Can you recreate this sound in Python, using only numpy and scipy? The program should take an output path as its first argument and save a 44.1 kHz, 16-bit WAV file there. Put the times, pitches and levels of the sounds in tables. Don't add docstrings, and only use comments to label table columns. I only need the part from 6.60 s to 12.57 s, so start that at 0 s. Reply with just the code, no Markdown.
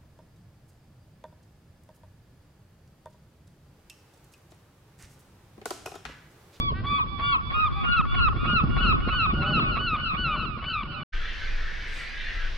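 import sys
import numpy as np
from scipy import signal
from scipy.fft import rfft, irfft, next_fast_len
from scipy.io import wavfile
from scipy.ndimage import map_coordinates

SR = 44100
rng = np.random.default_rng(int(sys.argv[2]) if len(sys.argv) > 2 else 0)


def put_to_file(sound):
    columns = np.atleast_2d(sound).T
    safe = np.clip(columns, -1, 1)
    whole_steps = np.round(safe * 32767)
    wavfile.write(sys.argv[1], SR, whole_steps.astype(np.int16))


def field_ratio(decibels):
    return 10 ** (np.asarray(decibels, dtype=float) / 20)


N = 263277
RETURN_S = 4.527


def unit(x):
    return x / np.sqrt(np.mean(x ** 2) + 1e-20)


def along(points, hz):
    f, v = np.transpose(points)
    return np.interp(np.log(hz + 1), np.log(f + 1), v)


def curves(rows, t):
    s, *cols = np.transpose(rows)
    return [np.interp(t, s, c) for c in cols]


def wobble(rate, size):
    knots = rng.standard_normal(int(size * rate / SR) + 4)
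    return map_coordinates(knots, [np.arange(size) * rate / SR])


def filtered(x, response):
    m = next_fast_len(x.shape[-1] + SR // 2)
    spectrum = rfft(x, m) * response(np.fft.rfftfreq(m, 1 / SR))
    return irfft(spectrum, m)[..., :x.shape[-1]]


def noise(spectrum, size):
    return unit(filtered(rng.standard_normal(size), lambda hz: field_ratio(along(spectrum, hz))))


def wide(spectrum, alike):
    def mid_and_side(hz):
        turn = np.arccos(np.clip(along(alike, hz), -1, 1)) / 2
        return field_ratio(along(spectrum, hz)) * [np.cos(turn), np.sin(turn)]

    mid, side = filtered(rng.standard_normal((2, N)), mid_and_side)
    return unit(np.array([mid + side, mid - side]))


def tail(t60, channels):
    t = np.arange(SR // 2) / SR
    answer = rng.standard_normal((channels, len(t))) * field_ratio(-60 * t / t60)
    return answer / np.linalg.norm(answer[0])


def wind(t):
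    # time in seconds, level in dB.
    gust = [(-1.45, -32), (-1.25, -43), (-1.13, -35), (-.8, -38), (-.45, -32), (-.1, -40), (.15, -36),
            (.3, -45), (.72, -36), (.85, -43), (1.0, -32), (1.35, -28), (1.65, -27), (1.85, -34),
            (2.05, -32), (2.3, -37), (2.65, -33), (3.3, -52)]
    # time in seconds, buffeting over rumble in dB.
    facing = [(-1.4, -2), (-.4, -4), (.5, -13), (1.1, -7), (1.9, -7), (2.4, 6), (2.7, -13), (3.5, -2)]
    # time in seconds, level in dB.
    slap_hits = [(-.64, -40), (-.52, -29.5), (.935, -38), (1.293, -25.5), (1.399, -24.5), (1.64, -29),
                 (1.834, -23), (2.096, -25), (2.28, -25)]
    # frequency in Hz, density in dB per Hz.
    rumble_colour = [(12, -28), (22, -1), (60, 0.5), (110, -4.5), (160, -11), (300, -53.5)]
    buffet_colour = [(60, -20.5), (120, 0.5), (200, -2), (320, -9), (500, -19.5), (800, -26.5),
                     (1300, -46.5)]
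    air_colour = [(400, -22.5), (800, 2), (1300, 8.5), (1900, -12), (2700, 1), (4000, -4.5), (5200, -8.5)]
    size = len(t)
    rumble_db, = curves(gust, t)
    buffet_db = rumble_db + curves(facing, t)[0]
    rumble = field_ratio(rumble_db) * unit(field_ratio(1.3 * wobble(12, size)) * noise(rumble_colour, size))
    lumps = unit(field_ratio(3.67 * wobble(45, size)))
    slaps = sum(field_ratio(db) * np.exp(-((t - s) / .006) ** 2) for s, db in slap_hits)
    buffet = (field_ratio(buffet_db) * lumps + slaps) * noise(buffet_colour, size)
    air = field_ratio(-55 + 1.2 * wobble(3.5, size)) * noise(air_colour, size)
    return rumble + buffet + air


def throat(hz):
    # centre in Hz, width in Hz, level in dB.
    resonances = [(1250, 440, 0), (2400, 300, -11), (2760, 460, 0), (3450, 380, -9), (4080, 290, -9.5),
                  (4500, 450, -20), (5300, 300, -15)]
    power = sum(field_ratio(2 * db) / (1 + (2 * (hz - centre) / width) ** 2) ** 2
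                for centre, width, db in resonances)
    return np.sqrt(power)


def gull(t):
    # leap to the top note in seconds, hold in seconds, fall in seconds, top note in Hz, level in dB.
    cries = [(-.86, .062, .076, 1162, -29.5), (-.375, .11, .036, 1164, -27.5),
             (-.025, .117, .034, 1156, -27.5), (.296, .112, .046, 1260, -27.5),
             (.622, .095, .06, 1430, -21), (.927, .067, .06, 1412, -23), (1.232, .08, .059, 1434, -22.5),
             (1.547, .062, .084, 1474, -26), (1.866, .07, .094, 1485, -25.5),
             (2.206, .075, .084, 1484, -26), (2.546, .071, .113, 1486, -28.5),
             (2.925, .067, .135, 1485, -28.5), (3.42, .055, .123, 1510, -33.5)]
    lead_in_s, chest_hz, chest_climb_hz = .042, 1030, 140
    rest_hz, sag_s, weak_db = 1050, .105, -29
    slip_s = .01
    overtone_db = -28.5
    out = np.zeros(len(t))
    for leap, hold, fall, top_hz, db in cries:
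        on = (t >= leap - lead_in_s) & (t < leap + hold + fall)
        size = on.sum()
        u = t[on] - leap
        since, left = u + lead_in_s, hold + fall - u
        past, early = np.maximum(u - hold, 0), np.clip(1 - u / hold, 0, 1)
        high = np.clip((top_hz - chest_hz - chest_climb_hz) / 240, 0, 1)
        weak = max(weak_db - db, 0)

        risen = .5 + .5 * np.tanh(u / (.003 + .08 * max(fall - .09, 0)))
        breaking = np.exp(-(left / (.02 * (1 - high / 2))) ** 2)
        chest = chest_hz + chest_climb_hz * np.minimum(since / lead_in_s, 1)
        droop = 22 * (1 - high) * (1 - early) ** 2
        settling = 42 * np.exp(-np.maximum(u, 0) / .02)
        slip = high * 45 * (1 - np.exp(-past / slip_s))
        held = top_hz - droop - settling - slip
        sag = np.exp(-past / sag_s * field_ratio(1.15 * weak))
        head = rest_hz + (held - rest_hz) * sag - 265 * breaking
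        pitch = chest + (head - chest) * risen

        attack_db = 26 * np.maximum(1 - since / .022, 0)
        leap_dip_db = high * 12 * np.exp(-(u / .011) ** 2)
        release_db = 22 * np.maximum(1 - left / (.008 * (1.8 - high)), 0)
        shape_db = -attack_db - leap_dip_db - release_db

        over_db = overtone_db + .25 * (db - overtone_db) - 10 * (1 - high) * (1 - risen) - 30 * breaking
        dull_db = high ** 3 * risen * .14 * max(1490 - top_hz, 0) * np.exp(-past / slip_s)
        third_loss_db = 6 * early * risen + np.clip((1255 - pitch) / 8, 0, 12) - 40 * breaking
        third_db = over_db - 1.8 * dull_db - high ** 2 * third_loss_db
        chest_db = -28 - 3 * (1 - high) - 2.2 * weak
        first_db = chest_db + risen * (db - 4 * high * early - chest_db)
        second_db = over_db - high * dull_db
        fourth_db = over_db - 3 * (1 + 4 * high ** .5)
        levels = field_ratio([first_db, second_db, third_db, fourth_db])

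        turn = 2 * np.pi * np.cumsum(pitch * (1 + 0.0052 * wobble(90, size))) / SR
        voice = np.zeros(size)
        for k, level in enumerate(levels, 1):
            voice += level * throat(k * pitch) * field_ratio(1.5 * wobble(40, size)) * np.sin(k * turn + k)
        hoarse = 0.05 + 0.68 * np.exp(-(since / 0.034) ** 4) + .5 * np.exp(-(left / 0.0092) ** 2)
        rattle = np.exp(1.6 * np.cos(turn / 3 + 1.3 * wobble(300, size)))
        rattle = rattle * (1 + 1.2 * wobble(3000, size))
        edge = np.clip(np.minimum(since, left) / 0.002, 0, 1)
        shape = edge * field_ratio(shape_db + .8 * wobble(60, size))
        out[on] += np.sqrt(2) * shape * voice * (1 + hoarse * unit(rattle - rattle.mean()))
    return out


def moans(t):
    # start in seconds, end in seconds, start pitch in Hz, end pitch in Hz, throat resonance in Hz.
    moan_rows = [
        (-.51, -.42, 360, 392, 1500),
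        (.51, .575, 400, 400, 850),
        (2.11, 2.32, 178, 206, 700),
    ]
    moan_levels = [-42, -39.5, -40.5]
    out = np.zeros(len(t))
    for (start, end, from_hz, to_hz, centre_hz), db in zip(moan_rows, moan_levels):
        on = (t >= start) & (t < end)
        u = (t[on] - start) / (end - start)
        turn = 2 * np.pi * np.cumsum(to_hz + (from_hz - to_hz) * (1 - u) ** 2) / SR
        stack = sum(np.sin(k * turn) / (1 + (np.log(k * to_hz / centre_hz) / .35) ** 2)
                    for k in range(1, 13))
        out[on] += field_ratio(db) * np.sin(np.pi * u) ** .8 * stack
    return out


def walls(bird):
    answer = field_ratio(-20) * tail(.35, channels=1)[0]
    after = np.arange(len(answer)) / SR
    near = np.exp(-((after - .043) / 0.0037) ** 2)
    far = 0.18 * np.exp(-((after - .125) / 0.018) ** 2)
    answer = answer + field_ratio(-32.5) * (near + far) * rng.standard_normal(len(answer))
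    answer = filtered(answer, lambda hz: 1 / (1 + (hz / 2700) ** 4))
    return signal.fftconvolve(bird, answer)[:len(bird)]


def echo(sound, step_s):
    taps = [
        [(0, 1), (3, -1), (7, .25)],
        [(0, -1), (3, -1), (4, .5), (7, .5)],
    ]
    feedback = (7, .25)

    def late(x, steps):
        return np.pad(x, (round(steps * step_s * SR), 0))[:len(x)]

    back_steps, back_gain = feedback
    sound = filtered(sound, lambda hz: 1 / (1 + (hz / 5350) ** 60))
    sound = sum(back_gain ** k * late(sound, k * back_steps) for k in range(3))
    return np.array([sum(gain * late(sound, steps) for steps, gain in ear) for ear in taps])


def shore():
    step_s = 3 / 14
    lead = round(7 * step_s * SR)
    t = (np.arange(N + lead) - lead) / SR
    bird = gull(t) + moans(t)
    return echo(bird + walls(bird) + wind(t), step_s)[:, lead:]


def roost(t):
    # time in seconds, level in dB, pitch in Hz, hoarseness as overtones in dB.
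    chatter = [(4.53, -39, 1610, -13), (4.71, -43, 1700, -5), (4.88, -38, 1920, -14),
               (4.97, -41, 1760, -21), (5.6, -38, 1880, -10), (5.78, -38, 1620, -14), (5.97, -42, 1850, -8)]
    level_db, pitch, over_db = curves(chatter, t)
    low, high = np.zeros((2, N)), np.zeros((2, N))
    u = np.linspace(0, 1, SR // 9)
    for when, tune, size, stretch, bend in rng.random((300, 5)):
        at = int((RETURN_S - .3 + when * (t[-1] - RETURN_S + .15)) * SR)
        caw = slice(at, at + len(u))
        scatter = 1.3 * (tune - .48) ** 3 + .24 * (tune - .48)
        arch = .2 * (bend - .45) * u - .1 * (u - .5) ** 2
        turn = 2 * np.pi * np.cumsum(pitch[at] * np.exp(scatter + arch)) / SR
        shape = field_ratio(6 * size) * np.sin(np.pi * u) * (1 + .45 * wobble(300, len(u)))
        angle = .5 + .57 * bend
        ears = np.array([[np.cos(angle)], [np.sin(angle)]])
        low[:, caw] += ears * shape * np.sin(turn)
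        rough = 1 + .4 * wobble(500, len(u))
        high[:, caw] += ears * shape * rough * np.sin((1.2 + .9 * stretch ** 1.5) * turn)

    def wet(x):
        return x + field_ratio(-4) * signal.fftconvolve(x, tail(0.85, channels=2), axes=1)[:, :N]

    on = t > RETURN_S
    low, high = wet(low), wet(high)
    mix = low / low[:, on].std() + field_ratio(over_db + 6.5) * high / high[:, on].std()
    return field_ratio(level_db - 0.5) * mix


def town():
    # frequency in Hz, density in dB per Hz.
    hum_colour = [(60, -30), (100, -7), (275, -16), (460, -14), (850, -19.5), (1220, -14.5), (1730, -12),
                  (3500, -15), (5500, -23.5), (6200, -27.5), (6900, -37), (8300, -49), (10300, -52),
                  (15500, -57)]
    # frequency in Hz, left-right likeness.
    hum_alike = [(60, 0.99), (210, 0.71), (600, 0.32), (1370, 0.88), (2570, 1), (4800, .7), (8000, 0.61),
                 (12000, 0.84)]
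    return field_ratio(-43.5 + .9 * wobble(6, N)) * wide(hum_colour, hum_alike)


def traffic(t):
    # peak in seconds, level in dB.
    swells = [
        (4.53, -28),
        (4.92, -28),
        (5.28, -33),
        (5.83, -25.5),
    ]
    fade_db_per_s = 50
    strength = sum(field_ratio(db - fade_db_per_s * abs(t - s)) for s, db in swells)
    colour = [(8, -12.5), (20, 8), (45, -11.5), (75, -11), (130, -51), (300, -89.5)]  # (Hz, dB per Hz)
    return strength * wide(colour, [(50, .9)])


def wings(t):
    # frequency in Hz, density in dB per Hz.
    feathers = [(4500, -26), (6200, -4.5), (7300, -6.5), (8300, -3.5), (9600, -13), (10400, -16),
                (11000, -50), (13000, -30), (13800, -17), (15400, -20)]
    pass_s, nearest_s = 5.385, .055
    passing = field_ratio(-58.5) / (1 + ((t - pass_s) / nearest_s) ** 2)
    flutter = field_ratio(2.8 * wobble(70, N))
    return (field_ratio(-80) + passing) * flutter * wide(feathers, [(8000, 0.58), (12000, .98)])


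def scene():
    t = np.arange(N) / SR
    first = np.clip((4.434 - t) / .0012, 0, 1)
    second = np.clip((t - RETURN_S + .006) / .014, 0, 1) ** 2
    opening = field_ratio(-19) * np.exp(-t / .004)
    return first * (shore() - opening) + second * (roost(t) + town() + traffic(t) + wings(t))


def low_pass(x):
    return signal.sosfilt(signal.butter(12, 15500, fs=SR, output="sos"), x)


def record(dry):
    return low_pass(dry)


dry = scene()
out = record(dry)
put_to_file(out)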